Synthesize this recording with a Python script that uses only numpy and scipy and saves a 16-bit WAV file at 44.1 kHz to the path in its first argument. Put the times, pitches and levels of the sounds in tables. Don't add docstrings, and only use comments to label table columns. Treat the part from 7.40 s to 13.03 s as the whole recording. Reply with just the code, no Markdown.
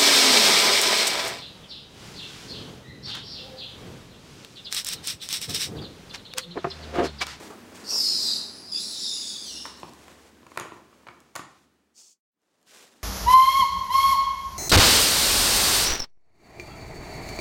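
import sys
import numpy as np
from scipy import signal
from scipy.fft import rfft, irfft, next_fast_len
from scipy.io import wavfile
from scipy.ndimage import uniform_filter1d, map_coordinates

SR = 44100
rng = np.random.default_rng(int(sys.argv[2]) if len(sys.argv) > 2 else 0)


def ratio(d):
    e = np.asarray(d, float) / 20
    return 10 ** e


def put_to_file(sound):
    columns = np.atleast_2d(sound).T
    safe = np.clip(columns, -1, 1)
    whole_steps = np.round(safe * 32767)
    wavfile.write(sys.argv[1], SR, whole_steps.astype(np.int16))


N = 248283

# time_s, effort_db, cavity_hz, teeth_whistle_hz, whistle_over_cavity_db
HISS_COURSES = [
    [(.44, -51, 4470, 5070, -7.5), (.51, -23.5, 4760, 5430, 6.5), (.56, -22, 5160, 5310, 8.5),
     (.606, -19, 4630, 5040, 11), (.71, -27, 4310, 5110, 0.5), (.8, -25.5, 4090, 4800, 2.5),
     (.926, -26, 4010, 4820, 4.5), (1.0, -35, 3920, 4860, 3), (1.134, -46.5, 4150, 4780, 2.5),
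     (1.26, -45, 4570, 4830, 6.5)],
    [(1.316, -41.5, 3550, 5150, 13.5), (1.322, -29, 3480, 4960, 17), (1.352, -21.5, 3570, 4740, 25.5),
     (1.38, -29, 3470, 5120, 6.5), (1.41, -30.5, 4000, 5000, -4), (1.47, -33, 4220, 5250, -3.5),
     (1.58, -32.5, 3850, 5400, -6), (1.63, -28, 3770, 5120, 4.5), (1.74, -30, 3640, 5030, -1.5),
     (1.87, -30.5, 3540, 4890, -3.5), (2.03, -35.5, 3410, 4780, -1), (2.13, -33.5, 2785, 3980, -5.5),
     (2.27, -39, 2845, 3800, -6), (2.37, -52.5, 2830, 4100, 0), (2.5, -59, 2860, 4120, -5)],
]


def unit(x):
    return x / np.sqrt(np.mean(x ** 2) + 1e-20)


def along(points, hz):
    point_hz, value = np.transpose(points)
    return np.interp(np.log(hz + 1), np.log(point_hz + 1), value)


def wobble(knots_per_s):
    knots = rng.standard_normal(int(N * knots_per_s / SR) + 4)
    return map_coordinates(knots, [np.arange(N) * knots_per_s / SR])


def filtered(x, response):
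    size = next_fast_len(N + SR // 2)
    return irfft(rfft(x, size) * response(np.fft.rfftfreq(size, 1 / SR)), size)[:N]


def modes(table):
    def response(f):
        return sum((-1) ** k * ratio(db) * 1j * f * width / (centre ** 2 - f * f + 1j * f * width)
                   for k, (centre, width, db) in enumerate(table))
    return response


def noise(spectrum, grain=0.):
    spikes = np.exp(grain * wobble(900))
    return unit(filtered(spikes * rng.standard_normal(N), lambda hz: ratio(along(spectrum, hz))))


def envelope(start_s, rise_s, hold_s, sag_db, fall_db_per_s):
    t = np.arange(N) / SR - start_s
    rise = np.clip(t / rise_s, 0, 1) ** 2
    held = np.clip((t - rise_s) / hold_s, 0, 1)
    return rise * ratio(-sag_db * held - fall_db_per_s * np.maximum(t - rise_s - hold_s, 0))


def hiss():
    # pitch_hz, level_over_cavity_db
    breath_floor = [(200, -50.5), (1500, -42.5), (2600, -28), (3500, -32), (6200, -17), (9000, -19),
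                    (11000, -39.5), (13000, -36.5), (16000, -35.5)]
    hz, t, z = signal.stft(rng.standard_normal(N), SR, nperseg=512, noverlap=384)
    power = ratio(along(breath_floor, hz[:, None])) ** 2
    for centre_hz, width_hz, db in mouth(t):
        off = 2 * (hz[:, None] - centre_hz) / width_hz
        steepness = np.where((off > 0) & (centre_hz < 4500), 1.1, 2.5)
        power = power + ratio(db) ** 2 / (1 + off ** 2) ** steepness
    eddies = uniform_filter1d(rng.standard_normal(z.shape), 3, axis=0)
    eddies = uniform_filter1d(eddies, 24, axis=1)
    shaped = z * np.sqrt(power / power.mean(axis=0)) * ratio(3.1 * unit(eddies))
    jet = signal.istft(shaped, SR, nperseg=512, noverlap=384)[1][:N]
    flutter = ratio(0.15 * wobble(40) + 0.48 * wobble(150))
    time_s, effort_db = np.transpose(sum(HISS_COURSES, []))[:2]
    effort = ratio(np.interp(np.arange(N) / SR, time_s, effort_db, -200, -200))
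    return effort * flutter * jet


def mouth(t):
    # cavity_hz, width_hz
    cavity_widths = [(2900, 89), (3500, 160), (3900, 510), (4200, 460), (5000, 590)]
    # cavity_hz, level_over_cavity_db
    overtone_levels = [(2800, 4), (2950, -3.5), (3300, -6.5), (4100, -12.5), (4600, -22.5), (5000, -29.5)]
    # time_s, pitch_hz, level_over_cavity_db (before whistle lead)
    lip_course = [(.5, 11660, -21.5), (.85, 11550, -21.5), (1.15, 10140, -8), (1.6, 10210, -16),
                  (2.45, 9730, -14.5)]
    time_s, _, *columns = np.transpose(sum(HISS_COURSES, []))
    cavity_hz, teeth_hz, teeth_db = (np.interp(t, time_s, c) for c in columns)
    time_s, *columns = np.transpose(lip_course)
    lips_hz, lips_db = (np.interp(t, time_s, c) for c in columns)
    teeth_width_hz = np.clip(950 * ratio(-0.6 * teeth_db), 150, 1000)
    lead_db = np.maximum(teeth_db, 0)
    throat_after_s, throat_half_s = .07, .04
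    opening = sum(np.exp(-((t - rows[0][0] - throat_after_s) / throat_half_s) ** 2)
                  for rows in HISS_COURSES)
    throat_db = -26 + lead_db + 20 * np.log10(opening + 1e-3)
    return [(2650 + 0 * t, 300, throat_db),
            (cavity_hz, along(cavity_widths, cavity_hz), 0),
            (teeth_hz, teeth_width_hz, teeth_db),
            (1.92 * cavity_hz, 560, along(overtone_levels, cavity_hz)),
            (lips_hz, 1180, lips_db + 0.24 * lead_db)]


def puff():
    # pitch_hz, relative_db_per_hz
    puff_colour = [(1500, -37), (2200, -23), (2600, -14), (2900, -17), (3250, -11.5), (3900, -14.5),
                   (4400, -3.5), (5400, -2), (6800, 0.5), (9000, -8), (11000, -23), (16000, -21.5)]
    breath = ratio(-23.5) * envelope(4.532, rise_s=.05, hold_s=.145, sag_db=0.5, fall_db_per_s=497)
    return breath * ratio(0.98 * wobble(73)) * noise(puff_colour, grain=.2)


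def knocks():
    # time_s, frame_peak_db, seat_peak_db, contact_ms (push rise is a share of it)
    blow_times = [(2.253, -19, -61, 6.5), (2.262, -25, -45, 2.7), (2.431, -17.5, -29, 3.7),
                  (2.536, -49, -60, 2.8), (2.68, -31.5, -65, 6.8), (2.714, -37, -43, 11),
                  (3.03, -37.5, -40, 3.8), (3.065, -31, -40, 7.5), (3.117, -29, -45, 6.9),
                  (3.159, -28, -60, 6), (3.173, -7.5, -25, 5.9), (3.197, -15, -34, 6.6),
                  (3.208, -22, -28, 8.1), (3.32, -19.5, -27, 2.2), (3.528, -35, -49, 5.1),
                  (3.633, -34, -54, 3.5), (3.668, -19.5, -42, 4.2), (3.673, -28, -54, 8.4),
                  (3.684, -18.5, -36, 10), (3.699, -44, -40.5, 17), (3.952, -11, -27.5, 19.4),
                  (3.961, -11.5, -28.5, 10), (3.992, -12, -19, 8.6), (5.267, -40, -39, 5.9)]
    # time_s, peak_db
    claw_times = [(2.253, -32), (2.262, -27), (2.4, -30.5), (2.412, -42), (2.494, -40), (2.535, -33),
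                  (2.681, -32.5), (2.716, -43), (3.066, -36.5), (3.117, -51.5), (3.174, -16), (3.198, -12),
                  (3.21, -49), (3.674, -31.5), (3.803, -32.5), (3.954, -11), (3.961, -5.5), (3.993, -24),
                  (4.201, -41.5), (5.017, -35), (5.214, -32.5), (5.228, -26.5), (5.265, -33.5),
                  (5.426, -21)]
    # pitch_hz, width_hz, level_db
    frame_modes = [(556, 176, -3.5), (1030, 210, 9.5), (1370, 450, 2.5), (1807, 333, 5.5),
                   (2600, 2290, -2.5)]
    seat_modes = [(142, 68, -4), (343, 56, 7.5)]
    claw_modes = [(3312, 1900, -4), (6740, 1500, 0.5), (9074, 6200, -8)]

    def padded(table):
        def response(hz):
            pad = 1 / (1 + 1j * hz / 3000) ** 2
            small_chair = (1j * hz / (90 + 1j * hz)) ** 2
            return modes(table)(hz) * pad * small_chair
        return response

    out = np.zeros(N)
    for time_s, frame_db, seat_db, contact_ms in blow_times:
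        out += strike(time_s, frame_db, 0.21 * contact_ms, 0.48, padded(frame_modes))
        out += strike(time_s, seat_db, 0.41 * contact_ms, 0.65, padded(seat_modes))
    for time_s, peak_db in claw_times:
        out += strike(time_s, peak_db, 0.55, 24, modes(claw_modes))
    return out


def strike(time_s, peak_db, rise_ms, rough, body):
    t = np.arange(SR // 10) / SR
    u = t / (rise_ms / 1000)
    push = (1 + rough * rng.standard_normal(len(t))) * u * np.exp(-u)
    response = body(np.fft.rfftfreq(2 * len(t), 1 / SR))
    ring = irfft(rfft(push, 2 * len(t)) * response)[:len(t)]
    heard = ratio(-5.5) * echoes(ring)
    heard[:len(t)] += ring
    return np.pad(ratio(peak_db) * heard / np.abs(ring).max(), (round(time_s * SR), N))[:N]


def rubbing():
    # start_s, length_s, rustle_db, scuff_db
    stroke_times = [(-.05, 0.13, -48, -47.5), (0.102, 0.01, -55.5, -41), (0.312, 0.027, -57.5, -50.5),
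                    (0.339, 0.032, -47, -61.5), (0.354, 0.17, -54, -52), (0.455, 0.11, -68.5, -56),
                    (0.513, 0.019, -68.5, -41), (.555, 0.0066, -61.5, -44), (0.688, 0.34, -68.5, -53),
                    (2.335, 0.15, -50, -57), (2.46, 0.42, -51.5, -50.5), (3.071, 0.14, -50, -54),
                    (3.18, 0.2, -54, -44), (3.353, 0.6, -59, -54), (4.051, 0.19, -49, -65),
                    (4.55, 0.14, -46, -44.5), (4.916, 0.374, -48, -48), (5.252, 0.0715, -35, -48.5),
                    (5.292, 0.16, -30, -35.5), (5.45, 0.19, -45, -48)]
    # pitch_hz, relative_db_per_hz
    rustle_colour = [(880, -38.5), (1500, -1), (3310, -3), (7320, -4.5), (10500, -11.5), (13500, -17.5),
                     (16000, -19)]
    scuff_colour = [(200, -19.5), (400, 0), (800, -4), (1300, -6.5), (1800, -25), (3000, -25), (5000, -60)]
    rise_share = 0.31
    rustle, scuff = np.zeros(N), np.zeros(N)
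    for start_s, length_s, rustle_db, scuff_db in stroke_times:
        stroke = envelope(start_s, rise_share * length_s, (1 - rise_share) * length_s,
                          sag_db=2.5, fall_db_per_s=255.5)
        rustle += ratio(rustle_db) * stroke
        scuff += ratio(scuff_db) * stroke
    rustle = rustle * ratio(1.4 * wobble(70)) * noise(rustle_colour, grain=0.22)
    scuff = scuff * ratio(1.2 * wobble(60)) * noise(scuff_colour, grain=0.077)
    return rustle + scuff


def echoes(x):
    # pitch_hz, t60_s
    decay_times = [(150, 0.83), (1000, 0.61), (3000, 0.56), (8000, 0.4), (15000, 0.15)]
    hz, t, z = signal.stft(rng.standard_normal(SR * 2 // 3), SR, nperseg=256)
    decay = ratio(-60 * t / along(decay_times, hz)[:, None])
    tail = signal.istft(z * decay, SR, nperseg=256)[1]
    return np.pad(signal.fftconvolve(x, tail / np.linalg.norm(tail)), (260, 0))


def room(x):
    out, step = np.zeros(N + 2 * SR), SR // 3
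    for start in range(0, N, step):
        wet = echoes(x[start:start + step])
        out[start:][:len(wet)] += wet
    return out[:N]


def air():
    # pitch_hz, relative_db_per_hz
    murmur_colour = [(18, -41.5), (30, -21.5), (64, -13), (103, -13), (129, -12.5), (219, 1), (419, -5),
                     (499, -10), (1060, -13), (2000, -16), (2600, -53.5), (4400, -120)]
    hiss_colour = [(1180, -32), (2000, -10.5), (2200, -2), (7510, -9.5), (14800, -19), (16000, -13)]
    # centre_s, half_width_s (to 1/e of the dB), rise_db
    stirs = [(0, 0.12, 3), (.43, 0.049, 3), (.85, 0.25, 4), (2.2, .3, 2.5), (5.63, 0.54, 3.5)]
    # full_from_s, held_s, mean_pitch_hz, mean_level_db
    hums = [(0, 3.5, 94.3, -61.5), (0, 1.9, 72.6, -70.5), (2.14, 0.86, 70.2, -55), (3.338, 1.2, 72.9, -57)]
    t = np.arange(N) / SR
    stir_db = sum(db * np.exp(-((t - s) / width) ** 2) for s, width, db in stirs)
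    murmur = ratio(-48.5 + stir_db + 0.14 * wobble(4.9)) * noise(murmur_colour)
    rise_s = .2
    tones = np.zeros(N)
    for full_from_s, held_s, pitch_hz, level_db in hums:
        gate = envelope(full_from_s - rise_s, rise_s, held_s, sag_db=0, fall_db_per_s=83.5)
        phase = 2 * np.pi * np.cumsum(pitch_hz + 2.9 * wobble(1.9)) / SR
        tones += ratio(level_db + 1.3 * wobble(4.2)) * gate * np.sin(phase)
    return murmur + ratio(-55) * noise(hiss_colour) + tones


def scene():
    cat = hiss()
    cat_echo = room(ratio(-4.5) * cat)
    return (cat + cat_echo + knocks() + puff() + rubbing() + air())[None]


def top_cut(x):
    return signal.sosfilt(signal.butter(12, 16650, fs=SR, output="sos"), x)


def record(dry):
    # time_s, gain
    fade_points = [(0, 1), (4.808, 0), (4.918, 0), (5.63, .11)]
    fade = np.interp(np.arange(N) / SR, *np.transpose(fade_points))
    converter_noise = ratio(-100) * rng.standard_normal(N)

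    def band(hz):
        return (hz < 15830) / (1 + (45 / (hz + 1)) ** 4) ** .5

    kept = filtered(fade * dry[0] + converter_noise, band)
    return top_cut((kept * (fade > 0))[None])


dry = scene()
out = record(dry)
put_to_file(out)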